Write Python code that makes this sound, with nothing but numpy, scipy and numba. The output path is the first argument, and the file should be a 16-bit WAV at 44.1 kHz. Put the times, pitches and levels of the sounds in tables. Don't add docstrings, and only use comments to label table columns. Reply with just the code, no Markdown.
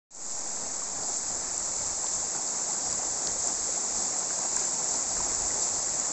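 import sys
import numpy as np
from scipy import signal
from scipy.fft import rfft, irfft, next_fast_len
from scipy.io import wavfile
from scipy.ndimage import uniform_filter1d
from numba import njit

SR = 44100
rng = np.random.default_rng(int(sys.argv[2]) if len(sys.argv) > 2 else 0)


def nominal_scale(level):
    x = np.asarray(level, float) / 20
    return 10 ** x


def file_out(sig):
    cols = np.atleast_2d(sig).T
    lim = np.clip(cols, -1, 1)
    pcm = np.round(lim * 32767).astype(np.int16)
    wavfile.write(sys.argv[1], SR, pcm)


N = 269892


def plunge():
    # pitch_hz, density_db (per Hz)
    roar_tone = [(76, -29.5), (130, -2.5), (212, 1), (435, 0.5), (570, 1.5), (750, 3), (890, 0), (1130, -7),
                 (1600, -14), (2200, -16.5), (2600, -21), (3000, -28), (3500, -46.5), (6800, -120)]
    # crest_s, lift_db
    surges = [(.61, 2.5), (1.0, 3.5), (1.1, 3), (1.32, 1.5), (1.45, -3), (1.77, 0), (2.04, -4), (2.17, 1),
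              (2.36, 5), (2.5, -1), (2.85, 3), (3.0, 1.5), (3.28, 3), (3.45, 2.5), (3.75, 0), (3.98, 3.5),
              (4.2, -1), (4.4, 3), (4.6, 1), (4.8, 1), (5.2, 2), (5.55, 2), (5.7, -3), (5.95, 1.5),
              (6.09, 2.5)]
    # crest_s, lift_db
    slaps = [(.62, 0), (1.0, 0.5), (1.45, 2), (1.86, 0.5), (2.04, -0.5), (2.34, 2), (3.2, 0.5), (3.5, 0.5),
             (3.8, -1.5), (4.02, -4), (4.32, 1), (4.46, 1.5), (4.58, 2), (5.2, 1.5), (5.32, 2), (5.7, -2),
             (6.01, 3)]
    crossover_hz, roar_db, splash_db = 1400, -13, -20.5
    turbulence = churn(80.04, count=17, shared_db=-0.86, own_db=0.15, rate=20)
    bubbles = swarm(count=9000, lo_hz=149.0, hi_hz=3307.0, cycles=1.75, spread_db=2.0, glide=0.18, tilt=0.98)
    body = colour(turbulence + nominal_scale(-9) * bubbles, roar_tone)
    splash = signal.sosfilt(signal.butter(4, crossover_hz, "high", fs=SR, output="sos"), body)
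    roar = signal.sosfilt(signal.butter(4, crossover_hz, fs=SR, output="sos"), body)
    roar_level = flow_db() + roar_db + swells_db(*np.transpose(surges), rise_s=0.027, fall_s=0.061)
    splash_level = flow_db() + splash_db + swells_db(*np.transpose(slaps), rise_s=0.04, fall_s=0.072)
    return roar / np.std(roar) * nominal_scale(roar_level) + splash / np.std(splash) * nominal_scale(splash_level)


def spray():
    # pitch_hz, density_db (per Hz)
    hiss_tone = [(1820, -53), (3100, -28.5), (4540, -14), (5800, -7), (7470, 3), (7770, -1), (8050, -10),
                 (8500, -28), (8650, -64), (8960, -54.5), (11600, -79.5), (19700, -120)]
    # crest_s, lift_db
    bursts = [(1.15, 2), (2.17, 1.2), (2.87, 0.9), (3.27, 0.5), (3.45, 1), (4.02, 2.5), (4.6, 1.5),
              (4.93, 1), (5.2, 1), (5.65, 1.5)]
    hiss = churn(3100.0, count=5, shared_db=0.29, own_db=0.2, rate=23)
    crackle = swarm(count=14000, lo_hz=3095.0, hi_hz=8780.0, cycles=3.06, spread_db=3.0, glide=0.089, tilt=0.36)
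    lift_db = swells_db(*np.transpose(bursts), rise_s=0.064, fall_s=0.052)
    return colour(hiss + nominal_scale(-11.0) * crackle, hiss_tone) * nominal_scale(flow_db() + lift_db)


def port_drops():
    # start_s, level_db (peak), pitch_hz, ring_ms
    droplets = [(0.2634, -24, 7400, 0.55), (1.1691, -18, 7300, 0.58), (1.5779, -12.5, 7500, 0.65),
                (1.8728, -20, 6660, 0.44), (2.0416, -17, 7600, 0.68), (2.9258, -14.5, 7540, 0.67),
                (3.248, -33, 7370, 0.61), (3.4715, -13.5, 7280, 0.7), (3.609, -20.5, 7420, 0.7),
                (3.7235, -17.5, 7030, 0.91), (3.96, -22.5, 7760, 0.75), (4.186, -18, 7700, 0.88),
                (4.299, -24, 7200, 0.67), (4.564, -8, 7260, 0.55), (4.6024, -14.5, 7350, 0.55),
                (4.8423, -14.5, 7370, 0.77), (5.5698, -15, 7250, 0.75), (5.616, -29, 7400, 0.75),
                (5.828, -19.5, 7370, 0.83), (5.998, -11, 7040, 0.61)]
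    return singles(droplets, rise=2.42, glide=0., gain_db=23)


def stone_ticks():
    # start_s, level_db (peak), pitch_hz, ring_ms
    ticks = [(1.0331, -32.5, 5100, 0.55), (1.7632, -33, 4900, 0.32), (2.0672, -25, 4990, 0.13),
             (2.4763, -30, 5220, 0.4), (2.9294, -29.5, 5260, 0.47), (3.2723, -18, 5240, 0.25),
             (5.6294, -27, 5240, 0.24)]
    return singles(ticks, rise=0.68, glide=-0.3, gain_db=16.5)


def stream_plops():
    # start_s, level_db (peak), pitch_hz, ring_ms
    plops = [(0.664, -27, 637, 5.6), (0.818, -22.5, 1090, 4.2), (2.043, -17, 920, 2.9),
             (2.236, -20.5, 735, 3.5), (2.349, -22, 660, 5), (2.689, -21, 820, 8.1), (2.833, -25, 735, 5.7),
             (2.989, -20.5, 695, 5.7), (3.358, -22.5, 508, 6.9), (3.688, -18.5, 493, 4.9),
             (3.772, -19, 803, 4.5), (4.158, -21, 869, 4.7), (4.449, -12.5, 704, 2.5),
             (4.567, -18.5, 966, 3.7), (5.202, -16.5, 940, 3.7), (5.265, -30, 382, 5)]
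    return singles(plops, rise=0.45, glide=0.15, gain_db=-4.0)


def small_splashes():
    # start_s, level_db (peak), pitch_hz, ring_ms
    splashes = [(1.2335, -43, 1630, 2.5), (2.0464, -44, 1580, 2.9), (2.3484, -38.5, 1460, 3.2),
                (2.7494, -47, 1430, 2.9), (4.307, -34.5, 1510, 1.8), (4.5688, -32.5, 1530, 2.3),
                (5.168, -36.5, 1690, 2), (5.5043, -36.5, 1920, 3), (5.883, -39, 1880, 2.5)]
    return singles(splashes, rise=0.12, glide=0.11, gain_db=6)


def deep_gulps():
    # start_s, level_db (peak), pitch_hz, ring_ms
    gulps = [(.99, -45, 165, 35), (1.66, -50, 139, 25), (2.13, -44, 190, 25), (2.92, -48, 172, 28),
             (3.96, -46, 188, 33), (5.68, -46, 210, 25), (5.86, -48, 201, 28)]
    return singles(gulps, rise=0.89, glide=0.19, gain_db=9)


def wind():
    # pitch_hz, density_db (per Hz)
    wind_tone = [(2, -12), (8, -8.5), (22, -3.5), (42, -4), (80, -7), (120, -8.5), (200, -51.5)]
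    # crest_s, lift_db, length_s
    gusts = [(.61, 7, 0.059), (0.993, 8, .1), (1.296, 11.5, 0.11), (1.51, 8.5, 0.22), (1.86, 13, 0.17),
             (2.172, 10, 0.12), (2.9, 12.5, 0.09), (3.1, 8, .1), (3.327, 12, 0.13), (3.6, 9, 0.11),
             (3.956, 14, 0.073), (4.27, 9, .05), (4.4, 2, .05), (4.56, 7, .1), (4.89, 6, .12),
             (5.07, 9, .06), (5.2, 16, 0.13), (5.403, 16, 0.25), (5.748, 14.5, 0.09), (5.9, 10.5, 0.065),
             (6.007, 12, 0.072), (6.12, 8, .05)]
    calm_db, rise_share = -62.5, 0.68
    crest_s, lift_db, length_s = np.transpose(gusts)
    rumble = colour(rng.standard_normal(N), wind_tone)
    return rumble * nominal_scale(calm_db + swells_db(crest_s, lift_db, rise_share * length_s, length_s))


def flow_db():
    # time_s, level_db (of the spray)
    flow = [(.4, -34.5), (.75, -33.5), (1.1, -33), (1.4, -32.5), (1.8, -31.5), (2.3, -31.6), (2.75, -31),
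            (3.2, -31), (3.7, -30.5), (4.2, -30.5), (4.7, -30), (5.3, -30), (5.8, -29.5), (6.12, -30.5)]
    return np.interp(np.arange(N) / SR, *np.transpose(flow))


def swells_db(crest_s, lift_db, rise_s, fall_s):
    coarse = np.arange(0, N, 64)
    late_s = coarse[:, None] / SR - crest_s
    shape = np.exp(-(late_s / np.where(late_s < 0, rise_s, fall_s)) ** 2)
    return np.interp(np.arange(N), coarse, np.max(lift_db * shape, axis=1))


def churn(lo_hz, count, shared_db, own_db, rate):
    size = next_fast_len(N)
    third = 3 * np.log2(np.arange(size // 2 + 1) * SR / size / lo_hz + 1e-9)
    total, shared = 0, walk(rate)
    for k in range(count):
        place = np.clip(np.clip(third, 0, count - 1) - k, -1, 1)
        spectrum = rfft(rng.standard_normal(size)) * np.cos(np.pi * place / 2)
        band = irfft(spectrum, size)[:N]
        total = total + band * nominal_scale(shared_db * shared + own_db * walk(1.2 * rate))
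    return total / np.std(total)


def walk(rate):
    hold = int(SR / rate)
    held = np.repeat(rng.standard_normal(N // hold + 1), hold)
    return 1.3 * uniform_filter1d(uniform_filter1d(held, hold), hold)[:N]


def swarm(count, lo_hz, hi_hz, cycles, spread_db, glide, tilt):
    when, pitch, rare = rng.random((count, 3)).T
    hz = lo_hz + (hi_hz - lo_hz) * pitch
    size = nominal_scale(-spread_db * np.log(1 - .995 * rare)) * hz ** tilt
    y = grains(N, (when * N).astype(np.int64), hz, cycles * SR / hz, size, 0.27, glide)
    return y / np.std(y)


def singles(events, rise, glide, gain_db):
    start_s, level_db, pitch_hz, ring_ms = np.transpose(events)
    start = (start_s * SR).astype(np.int64)
    return grains(N, start, pitch_hz, ring_ms * SR / 1000, nominal_scale(level_db + gain_db), rise, glide)


@njit
def grains(count, start, hz, ring, size, rise, glide):
    out = np.zeros(count)
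    for g in range(len(start)):
        phase, step = 0., 2 * np.pi * hz[g] / SR
        fall, swell = 1., 1.
        for i in range(start[g], min(count, start[g] + int(8 * ring[g]) + 2)):
            out[i] += size[g] * fall * (1 - swell) ** 2 * np.sin(phase)
            phase += step
            step *= 1 + glide / (6 * ring[g])
            fall *= np.exp(-1 / ring[g])
            swell *= np.exp(-1 / (rise * ring[g]))
    return out


def colour(x, points):
    hz, db = np.transpose(points)
    size = next_fast_len(N)
    bin_hz = np.arange(size // 2 + 1) * SR / size + 1e-3
    gain = nominal_scale(np.interp(np.log(bin_hz), np.log(hz), db))
    y = irfft(rfft(x, size) * gain, size)[:N]
    return y / np.std(y)


def scene():
    fall = plunge() + spray()
    near = port_drops() + stone_ticks() + stream_plops() + small_splashes() + deep_gulps()
    return (fall + near + wind())[None]


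def band_limit(x):
    return signal.sosfilt(signal.butter(12, 9110, fs=SR, output="sos"), x)


def record(dry):
    fade_start_s, fade_end_s, fade_first = 0.107, 0.32, 0.092
    offset_db, settle_s = -34, 0.75
    t = np.arange(N) / SR
    x = signal.sosfilt(signal.ellip(8, .2, 75, 8350, fs=SR, output="sos"), dry)
    fade = np.interp(t, [fade_start_s, fade_end_s], [fade_first, 1]) * (t > fade_start_s)
    offset = nominal_scale(offset_db) * np.exp(-t / settle_s)
    mix = fade * x - (fade - fade_first * (fade > 0)) * offset
    return band_limit(mix)


dry = scene()
out = record(dry)
file_out(out)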